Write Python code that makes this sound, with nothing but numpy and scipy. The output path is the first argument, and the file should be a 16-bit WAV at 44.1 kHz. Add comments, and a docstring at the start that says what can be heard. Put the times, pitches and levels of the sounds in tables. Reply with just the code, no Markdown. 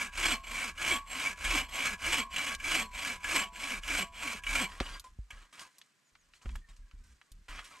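"""Rapid bow-saw strokes, about three a second, cut a log on a trestle in a forest clearing.
Tooth strikes follow blade speed, tear fibres (noise grains) and ring steel modes; low modes rock the trestle.
Snags crack and ring the saw (noise bursts). The cut piece breaks off: scuffs, jolts and sagging low knocks.
Twigs and gear tick; a far bird chirps twice (falling sines) and faint rubbing tones slide in pitch.
Air noise lies beneath; trunks and log pile scatter short echoes."""
import sys
import numpy as np
from scipy import signal
from scipy.fft import rfft, irfft, next_fast_len
from scipy.io import wavfile
from scipy.ndimage import uniform_filter1d

SR = 44100
rng = np.random.default_rng(int(sys.argv[2]) if len(sys.argv) > 2 else 0)


def persist_wave(psi):
    """Save psi, clipped to +-1, as 16-bit WAV."""
    counts = np.round(np.clip(psi, -1, 1) * 32767).astype(np.int16)
    wavfile.write(sys.argv[1], SR, np.atleast_2d(counts).T)


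def boost_factor(decibels):
    """Convert a level in decibels to a linear amplitude factor."""
    exponent = np.asarray(decibels, float) / 20
    return 10 ** exponent


N = 343962

# strokes, pull and push in turn:
# (bite time [s], length [s], cutting level [dB], top mean tooth rate [1/s], shaking level [dB])
STROKES = [(-0.17, 0.29, -33.5, 284, -55), (0.112, 0.27, -28.5, 340, -42.5), (0.44, 0.31, -33.5, 264, -51),
           (0.742, 0.26, -29.5, 370, -42), (1.066, 0.31, -33.5, 274, -55.5), (1.355, .3, -30.5, 346, -37),
           (1.686, 0.3, -31.5, 268, -49.5), (1.972, 0.27, -29, 330, -41), (2.307, 0.28, -32.5, 270, -47),
           (2.579, 0.28, -30, 326, -41.5), (2.915, .29, -34.5, 270, -48), (3.197, .27, -30, 308, -44.5),
           (3.531, 0.3, -34.5, 258, -53), (3.809, 0.25, -31, 287, -40), (4.133, 0.29, -34.5, 260, -50.5),
           (4.422, 0.26, -30.5, 287, -37.5)]
# swell of a stroke: (share of stroke [0-1], cutting re stroke level [dB], shaking re stroke level [dB])
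PULL_SWELL = [(0, -22, -7.5), (.13, -12.5, 0.5), (.3, -5, -3), (.62, -1.5, -7.5), (.85, -10, 4.5),
              (1, -41.5, -1)]
PUSH_SWELL = [(0, -31.5, -24), (.13, -17.5, -9), (.3, -6, -1), (.58, -1, -4.5), (0.848, -4.5, -10),
              (1.001, -25, -10)]
# tooth hum re cutting, before arm pressure: (pull [dB], push [dB])
HUM_RE_CUT_DB = (-16, -16)
# tearing wood: (frequency [Hz], relative gain [dB])
FIBRE_COLOUR = [(300, -38.5), (403, -5), (752, -8.5), (830, -6), (1100, 0.5), (1920, -3.5), (2330, 7),
                (3940, -12.5), (7730, -5.5), (12200, -16.5), (15200, -98.5)]
# blade and frame mode pitches: [Hz]
STEEL_HZ = [678, 768, 893, 992, 1073, 1125, 1625, 1690, 2270, 2315, 2375, 2610, 2915, 3105, 3241, 4230,
            7480, 7720, 8160, 11600]
# blade and frame modes, one row per pitch: (relative drive [dB], t60 [s])
STEEL_MODES = [(-28, 0.46), (-11.5, 0.12), (-28.5, 0.57), (-24, 1.8), (-16, 0.65), (-6.5, 0.24),
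               (-13, 0.24), (-4.5, 0.13), (-44, 0.1), (3.5, 0.068), (1, 0.0468), (-3.5, 0.025),
               (6.5, 0.012), (-15.5, 0.033), (-4.5, 0.041), (-12, 0.029), (-5.5, 0.036), (-23, 0.016),
               (-25, 0.043), (-21.5, 0.034)]
# trestle modes: (frequency [Hz], relative level [dB], t60 [s])
TRESTLE_MODES = [(35.24, -1.5, 1), (60.2, -1, 0.19), (86, -26, 0.0098), (176, -4.5, 0.021)]
# jolts of trestle and ground after the cut: (start [s], hold [s], level [dB])
JOLTS = [(4.8, 0.2, -46), (5.08, 0.095, -54.5), (5.33, 0.099, -53.5), (6.12, 0.37, -70), (6.45, 0.13, -38),
         (6.69, 0.053, -53.5), (6.79, 0.055, -51), (6.935, 0.19, -47), (7.315, 0.081, -49.5),
         (7.49, 0.13, -48)]
# air noise: (frequency [Hz], relative gain [dB])
AIR_COLOUR = [(80, -21.5), (130, 0.5), (835, -11), (1790, -4), (7680, -20), (15000, -23)]
# scattered sound: (frequency [Hz], relative gain [dB])
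ECHO_COLOUR = [(150, -9.5), (1000, -4), (4000, 18.5), (9000, 2), (13000, 24.5)]
# saw catches or is knocked: (time [s], crack peak + 7 [dB])
SNAGS = [(0.778, -32.5), (0.821, -26), (1.409, -40.5), (1.449, -21), (2.335, -32), (2.3618, -20.5),
         (2.599, -34), (2.6416, -26.5), (2.9573, -30.5), (3.048, -21.5), (3.242, -26), (3.558, -32.5),
         (3.8338, -29), (3.878, -23.5), (4.436, -30), (4.4657, -28), (5.306, -32.5)]
# twigs and gear: (time [s], peak [dB], centre [Hz])
TICKS = [(2.5485, -27, 4000), (4.802, -22, 2160), (4.9966, -35, 6840), (5.5934, -37, 3510),
         (5.7833, -44.5, 7540), (5.8147, -43, 2580), (6.1524, -48.5, 1520), (6.336, -45, 1750),
         (6.4148, -53.5, 1540), (6.4568, -41.5, 1170), (6.4915, -42.5, 1330), (6.555, -36.5, 1010),
         (6.557, -41.5, 6500), (6.766, -55, 4200), (6.9122, -50, 1560), (7.214, -47, 1580),
         (7.3177, -45.5, 6200), (7.591, -34, 1280)]
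# scuffs of wood, blade and litter: (start [s], hold [s], drive level [dB], treble re drive [dB])
SCUFFS = [(4.688, 0.091, -54.5, -7.5), (4.813, .16, -48.5, -8.5), (5.04, 0.023, -63.5, -2),
          (5.302, 0.15, -62, -9), (5.526, 0.14, -59, -5), (5.591, 0.04, -56.5, -0.5), (5.706, 0.16, -79, 0),
          (6.34, 0.013, -73, 3.5), (6.417, 0.16, -68, -0.5), (6.686, 0.017, -66.5, -2),
          (6.758, 0.014, -93.5, 14), (7.036, 0.085, -81, 6), (7.482, 0.13, -52.5, -10),
          (7.641, .2, -57.5, -4.5)]
# scuffed litter: (frequency [Hz], relative gain [dB])
LITTER_COLOUR = [(180, -55), (300, 9.5), (400, -5), (750, -5), (1090, 11.5), (2600, 7.5), (4500, -5.5),
                 (9000, -21.5)]
# treble of scuffed litter: (frequency [Hz], relative gain [dB])
LITTER_TREBLE_COLOUR = [(2000, -20), (4000, 1.5), (8000, 3.5), (11000, -11.5), (15000, -41)]
# dull knocks: (time [s], level [dB], settled pitch [Hz], t60 [s], woody body gain [ratio])
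KNOCKS = [(4.808, -28, 44.4, 0.1, 0.99), (5.188, -31, 48.6, 0.19, 0.028), (6.458, -34, 57.1, 0.37, 0.23)]
# bird chirps: (start [s], length [s], start pitch [Hz], end pitch [Hz], peak [dB])
CHIRPS = [(6.044, 0.059, 7040, 5440, -73), (6.176, 0.075, 6800, 3780, -73)]
# rubbing tones: (start [s], length [s], start pitch [Hz], end pitch [Hz], mean level at mid-swell [dB])
RUB_TONES = [(6.57, .18, 1830, 1780, -69), (6.73, .24, 1720, 1500, -78), (7.0, .15, 1530, 1580, -73)]
# two microphone ports: (frequency [Hz], left over right [dB], left lead [rad])
PORTS = [(60, -.2, .11), (200, -1.6, .18), (600, -.9, .2), (1100, -.3, -.06), (2600, -.7, -.55),
         (4600, -.1, -.55), (6000, -.3, -.2), (12000, -4, .2)]


def rms_one(x):
    """Scale to rms 1."""
    return x / np.sqrt(np.mean(x ** 2) + 1e-20)


def rms(x):
    """Root mean square."""
    return np.sqrt(np.mean(x ** 2))


def colour(x, spectrum, size=4096):
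    """Causal minimum-phase filter with the given magnitude, via the folded cepstrum."""
    hz, db = np.transpose(spectrum)
    bins_hz = np.arange(size // 2 + 1) * SR / size
    log_gain = np.interp(np.log(bins_hz + 1), np.log(hz), db) * np.log(10) / 20
    cepstrum = irfft(log_gain)
    cepstrum[1:size // 2] *= 2
    cepstrum[size // 2 + 1:] = 0
    return signal.fftconvolve(x, irfft(np.exp(rfft(cepstrum))))[:N]


def band(x, low_hz, high_hz):
    """Butterworth bandpass."""
    sos = signal.butter(2, [low_hz, min(high_hz, .45 * SR)], "band", fs=SR, output="sos")
    return signal.sosfilt(sos, x)


def drift(rate_hz):
    """Slow random wander of rms 1: noise through a double real pole."""
    r = np.exp(-2 * np.pi * rate_hz / SR)
    noise = rng.standard_normal(N + SR)
    return rms_one(signal.lfilter([1], [1, -2 * r, r * r], noise)[SR:])


def ring(drive, hz, t60_s):
    """Damped mode: a unit click starts a decaying sine of height 1."""
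    r, w = boost_factor(-60 / (t60_s * SR)), 2 * np.pi * hz / SR
    return signal.lfilter([0, np.sin(w)], [1, -2 * r * np.cos(w), r * r], drive + 1e-18)


def grains(per_s, spread_db):
    """Random clicks of uneven size and sign, rms 1."""
    sizes = boost_factor(spread_db * np.minimum(rng.exponential(1, N), 5)) * rng.choice([-1, 1], N)
    return rms_one(sizes * (rng.random(N) < per_s / SR))


def chatter(drive, low_hz, high_hz, cycles, tilt_db_per_oct):
    """Many small unevenly spaced resonances that sing up briefly, each on its own; rms 1."""
    out = 0
    for hz in np.geomspace(low_hz, high_hz, 20) * rng.uniform(.96, 1.04, 20):
        gain_db = 5.5 * drift(13.5) + tilt_db_per_oct * np.log2(hz / 1000)
        out = out + ring(drive * boost_factor(gain_db), hz, cycles / hz)
    return rms_one(out)


def swells(rows, attack_s, sag_db_per_s, fall_db_per_s):
    """Gain of events (start, hold, dB): quick rise, slow sag while held, fast fall; powers add."""
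    t, power = np.arange(N) / SR, 0
    for start_s, hold_s, db in rows:
        age = t - start_s
        lost_db = sag_db_per_s * np.clip(age, 0, hold_s) + fall_db_per_s * np.maximum(age - hold_s, 0)
        power = power + (np.clip(age / attack_s, 0, 1) * boost_factor(db - lost_db)) ** 2
    return np.sqrt(power)


def cracks(rows, t60_s, octaves):
    """Dying noise bursts, each around its own centre pitch."""
    out, t = np.zeros(N), np.arange(SR // 10) / SR
    for start_s, db, hz in rows:
        noise = rng.standard_normal(len(t)) * boost_factor(-60 * t / t60_s)
        burst = band(noise, 990.0, 14000.0)
        burst = band(burst, hz / 2 ** octaves, min(hz * 2 ** octaves, 12000.0))
        at = round(start_s * SR)
        out[at:at + len(t)] += boost_factor(db) * (burst / np.abs(burst).max())[:N - at]
    return out


def steel(drive, wander_db, place=0):
    """Saw modes under wandering drive; near the heel (place 1) brighter, with low frame modes blooming."""
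    out = 0
    for hz, (db, t60_s) in zip(STEEL_HZ, STEEL_MODES):
        lean_db = 6.0 if hz < 1300 else 16.0 * np.log2(min(hz, 4000) / 2300)
        gain_db = db + wander_db * drift(12.4) * min(hz / 2000, 1) + lean_db * place
        out = out + ring(drive * boost_factor(gain_db), hz, t60_s)
    return out


def stroke_level(level_column, swell_column, fade_db_per_s):
    """Loudest stroke's level plus swell [dB]; fades after each end, three times as fast before each bite."""
    t, out = np.arange(N) / SR, np.full(N, -120.)
    for k, row in enumerate(STROKES):
        swell = np.transpose((PULL_SWELL, PUSH_SWELL)[k % 2])
        bite_s, length_s = row[:2]
        age = t - bite_s
        swell_db = np.interp(age / length_s, swell[0], swell[swell_column])
        outside_s = np.maximum(age - length_s, -3 * age).clip(0)
        out = np.maximum(out, row[level_column] + swell_db - fade_db_per_s * outside_s)
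    return out


def blade_motion():
    """Tooth rate [1/s], hum re cutting [dB], share of stroke done, blade place (-1 to 1)."""
    bite_s, length_s, _, top_per_s, _ = np.transpose(STROKES)
    t = np.arange(N) / SR
    stroke = np.searchsorted(bite_s, t) - 1
    done = np.minimum((t - bite_s[stroke]) / length_s[stroke], 1)
    speed = np.abs(np.sin(np.pi * done ** .85)) ** 0.41      # slows into every turn
    per_s = top_per_s[stroke] * np.maximum(speed, .68)
    return per_s, np.array(HUM_RE_CUT_DB)[stroke % 2], done, np.cos(np.pi * (stroke + done))


def sawing():
    """Each tooth pushes and tears; both drive the steel. The hum grows as the arm bears down."""
    per_s, hum_db, done, place = blade_motion()
    cut_db = stroke_level(2, 1, fade_db_per_s=300)
    phase = 2 * np.pi * np.cumsum(per_s * (1 + .08 * drift(50.0))) / SR
    teeth = np.diff(np.floor(phase / (2 * np.pi)), prepend=0) * boost_factor(0.72 * drift(150.0))
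    tearing = grains(6000.0, 1.04) * (1 + 0.013 * np.cos(phase)) * boost_factor(2.2 * drift(63.0))
    force = boost_factor(cut_db) * (rms_one(tearing) + 0.28 * rms_one(teeth))

    fibres = boost_factor(-3.0) * rms_one(colour(force, FIBRE_COLOUR))
    ringing = boost_factor(-3.5) * rms_one(steel(force, wander_db=3.5, place=place))
    # the blade comes to rest on the wood after the last stroke
    rest_s = np.maximum(np.arange(N) / SR - sum(STROKES[-1][:2]), 0)
    ringing = ringing * boost_factor(-120 * rest_s)
    parts = boost_factor(-16.5) * chatter(force, 3400.0, 10500.0, cycles=120.0, tilt_db_per_oct=-3.0)

    push = np.sin(phase) + 0.38 * np.sin(2 * phase) + 0.19 * np.sin(3 * phase)
    press_db = 20.0 * (done - .6)
    hum = band(boost_factor(cut_db + hum_db + press_db + 5.0 * drift(18.0)) * push, 130.0, 900.0)
    return hum + rms(boost_factor(cut_db)) * (fibres + ringing + parts)


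def shaking():
    """Lumpy force from the work, then jolts, rock the trestle in its low modes."""
    force = rng.standard_normal(N) * boost_factor(2.0 * drift(12.0))
    strokes = uniform_filter1d(boost_factor(stroke_level(4, 2, fade_db_per_s=52.5)), size=900)
    strokes = strokes * (np.arange(N) < JOLTS[0][0] * SR)
    level = strokes + swells(JOLTS, attack_s=0.0054, sag_db_per_s=37, fall_db_per_s=279)
    modes = [boost_factor(db) * band(ring(force, hz, t60_s), 23.0, 310.0) for hz, db, t60_s in TRESTLE_MODES]
    return level * rms_one(sum(modes))


def breeze():
    """Steady coloured air noise, partly shared by both sides."""
    shared, *sides = [rms_one(colour(v, AIR_COLOUR)) for v in rng.standard_normal((3, N))]
    return boost_factor(-66) * (0.21 * shared + 0.27 * np.array(sides))


def trunks(x):
    """Scattered echoes off trunks and log pile: decaying noise tails, other ones on each side."""
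    t = np.arange(SR // 3) / SR
    tails = rng.standard_normal((2, len(t))) * boost_factor(-60 * t / 0.038) * (t > .002)
    tails /= np.sqrt(np.sum(tails ** 2, axis=1, keepdims=True))
    return boost_factor(-23) * signal.fftconvolve(colour(x, ECHO_COLOUR)[None], tails, axes=1)[:, :N]


def snags():
    """A broad crack that also rings the saw."""
    crack = cracks([(s, db - 7.0, 3500.0) for s, db in SNAGS], t60_s=0.049, octaves=1.24)
    return crack + boost_factor(-26.0) * steel(crack, wander_db=-5.0)


def ticks():
    """Twigs and gear crack; small parts ring on after each."""
    crack = cracks(TICKS, t60_s=0.034, octaves=0.98)
    parts = chatter(crack, 1200.0, 9800.0, cycles=160.0, tilt_db_per_oct=4.0)
    return crack + boost_factor(-10.0) * rms(crack) * parts


def scuffing():
    """Clumped grains in litter and bark; small parts sing up briefly, a little passes through the saw."""
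    shape = dict(attack_s=0.0011, sag_db_per_s=25.5, fall_db_per_s=453)
    rest_db = -84   # constant floor under the scuffs
    level = swells([(s, hold, db) for s, hold, db, _ in SCUFFS], **shape) + boost_factor(rest_db)
    treble = swells([(s, hold, db + rel) for s, hold, db, rel in SCUFFS], **shape)
    clumps = boost_factor(1.8 * drift(35.0))
    rub = level * rms_one(clumps * grains(4000.0, 3.0))
    fine = clumps * grains(5000.0, 2.6)

    litter = rms_one(colour(rub, LITTER_COLOUR))
    saw = boost_factor(-7.0) * rms_one(steel(rub, wander_db=10.0))
    parts = chatter(rub, 1056.0, 5000.0, cycles=110.0, tilt_db_per_oct=-8.5)
    sung = rms(treble) * chatter(treble * fine, 3200.0, 12000.0, cycles=330.0, tilt_db_per_oct=-1.5)
    hiss = (treble + boost_factor(rest_db + 6.0)) * rms_one(colour(fine, LITTER_TREBLE_COLOUR))
    return rms(level) * (litter + saw + parts) + 0.91 * (hiss + sung)


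def knocks():
    """Soft blows on log and ground: a low thump that sags in pitch and a short woody body."""
    out, t = np.zeros(N + SR), np.arange(SR // 2) / SR
    contact = np.pad(np.hanning(40) / 20, (0, len(t) - 40))
    body_modes = [(260.0, 0.035), (370.0, 0.036), (540.0, 0.029), (730.0, 0.028)]   # (pitch [Hz], t60 [s])
    body = sum(ring(contact, hz, t60_s) for hz, t60_s in body_modes)
    sag = np.cumsum(1 + 2.96 * np.exp(-t / 0.0032)) / SR
    for start_s, db, hz, t60_s, wood in KNOCKS:
        envelope = boost_factor(-60 * t / t60_s) * (1 - np.exp(-t / 0.0028))
        thump = np.sin(2 * np.pi * hz * sag) * envelope
        out[round(start_s * SR):][:len(t)] += boost_factor(db) * (thump + wood * body)
    return out[:N]


def bird():
    """Two thin whistles that fall faster and faster."""
    out = np.zeros(N)
    for start_s, length_s, start_hz, end_hz, db in CHIRPS:
        part = np.arange(round(length_s * SR)) / (length_s * SR)
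        hz = start_hz + (end_hz - start_hz) * part ** 3.5
        tone = np.sin(2 * np.pi * np.cumsum(hz) / SR)
        at = round(start_s * SR)
        out[at:at + len(part)] += boost_factor(db) * np.sin(np.pi * part) ** 0.61 * tone
    return out


def squeak():
    """Wavering thin tones that slide in pitch, each under one swell."""
    out = 0
    for start_s, length_s, start_hz, end_hz, db in RUB_TONES:
        part = np.clip((np.arange(N) / SR - start_s) / length_s, 0, 1)
        hz = (start_hz + (end_hz - start_hz) * part) * (1 + 0.02 * drift(40.0))
        tone = np.sin(2 * np.pi * np.cumsum(hz) / SR)
        out = out + boost_factor(db + 4.6 * drift(33.0)) * tone * np.sin(np.pi * part)
    return out


def ports(x):
    """Each port hears the source with its own level and phase, split evenly about the middle."""
    size = next_fast_len(N + SR // 10)
    hz, db, lead_rad = np.transpose(PORTS)
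    at = np.log(np.arange(size // 2 + 1) * SR / size + 1)
    level = boost_factor(np.interp(at, np.log(hz), db) / 2)
    half = level * np.exp(.5j * np.interp(at, np.log(hz), lead_rad))
    return np.array([irfft(rfft(x, size) * gain, size)[:N] for gain in (half, 1 / half)])


def scene():
    """Near sources through the ports, plus echoes and air."""
    near = sawing() + shaking() + snags() + ticks() + scuffing() + knocks() + bird() + squeak()
    return ports(near) + trunks(near) + breeze()


def low_pass(x):
    """Removes everything above the highest recorded frequency."""
    return signal.sosfilt(signal.butter(12, 15200, fs=SR, output="sos"), x)


def record(dry):
    """The microphone path cuts the top steeply."""
    top = signal.butter(8, 14300, fs=SR, output="sos")
    mix = signal.sosfilt(top, dry)
    return low_pass(mix)


dry = scene()
out = record(dry)
persist_wave(out)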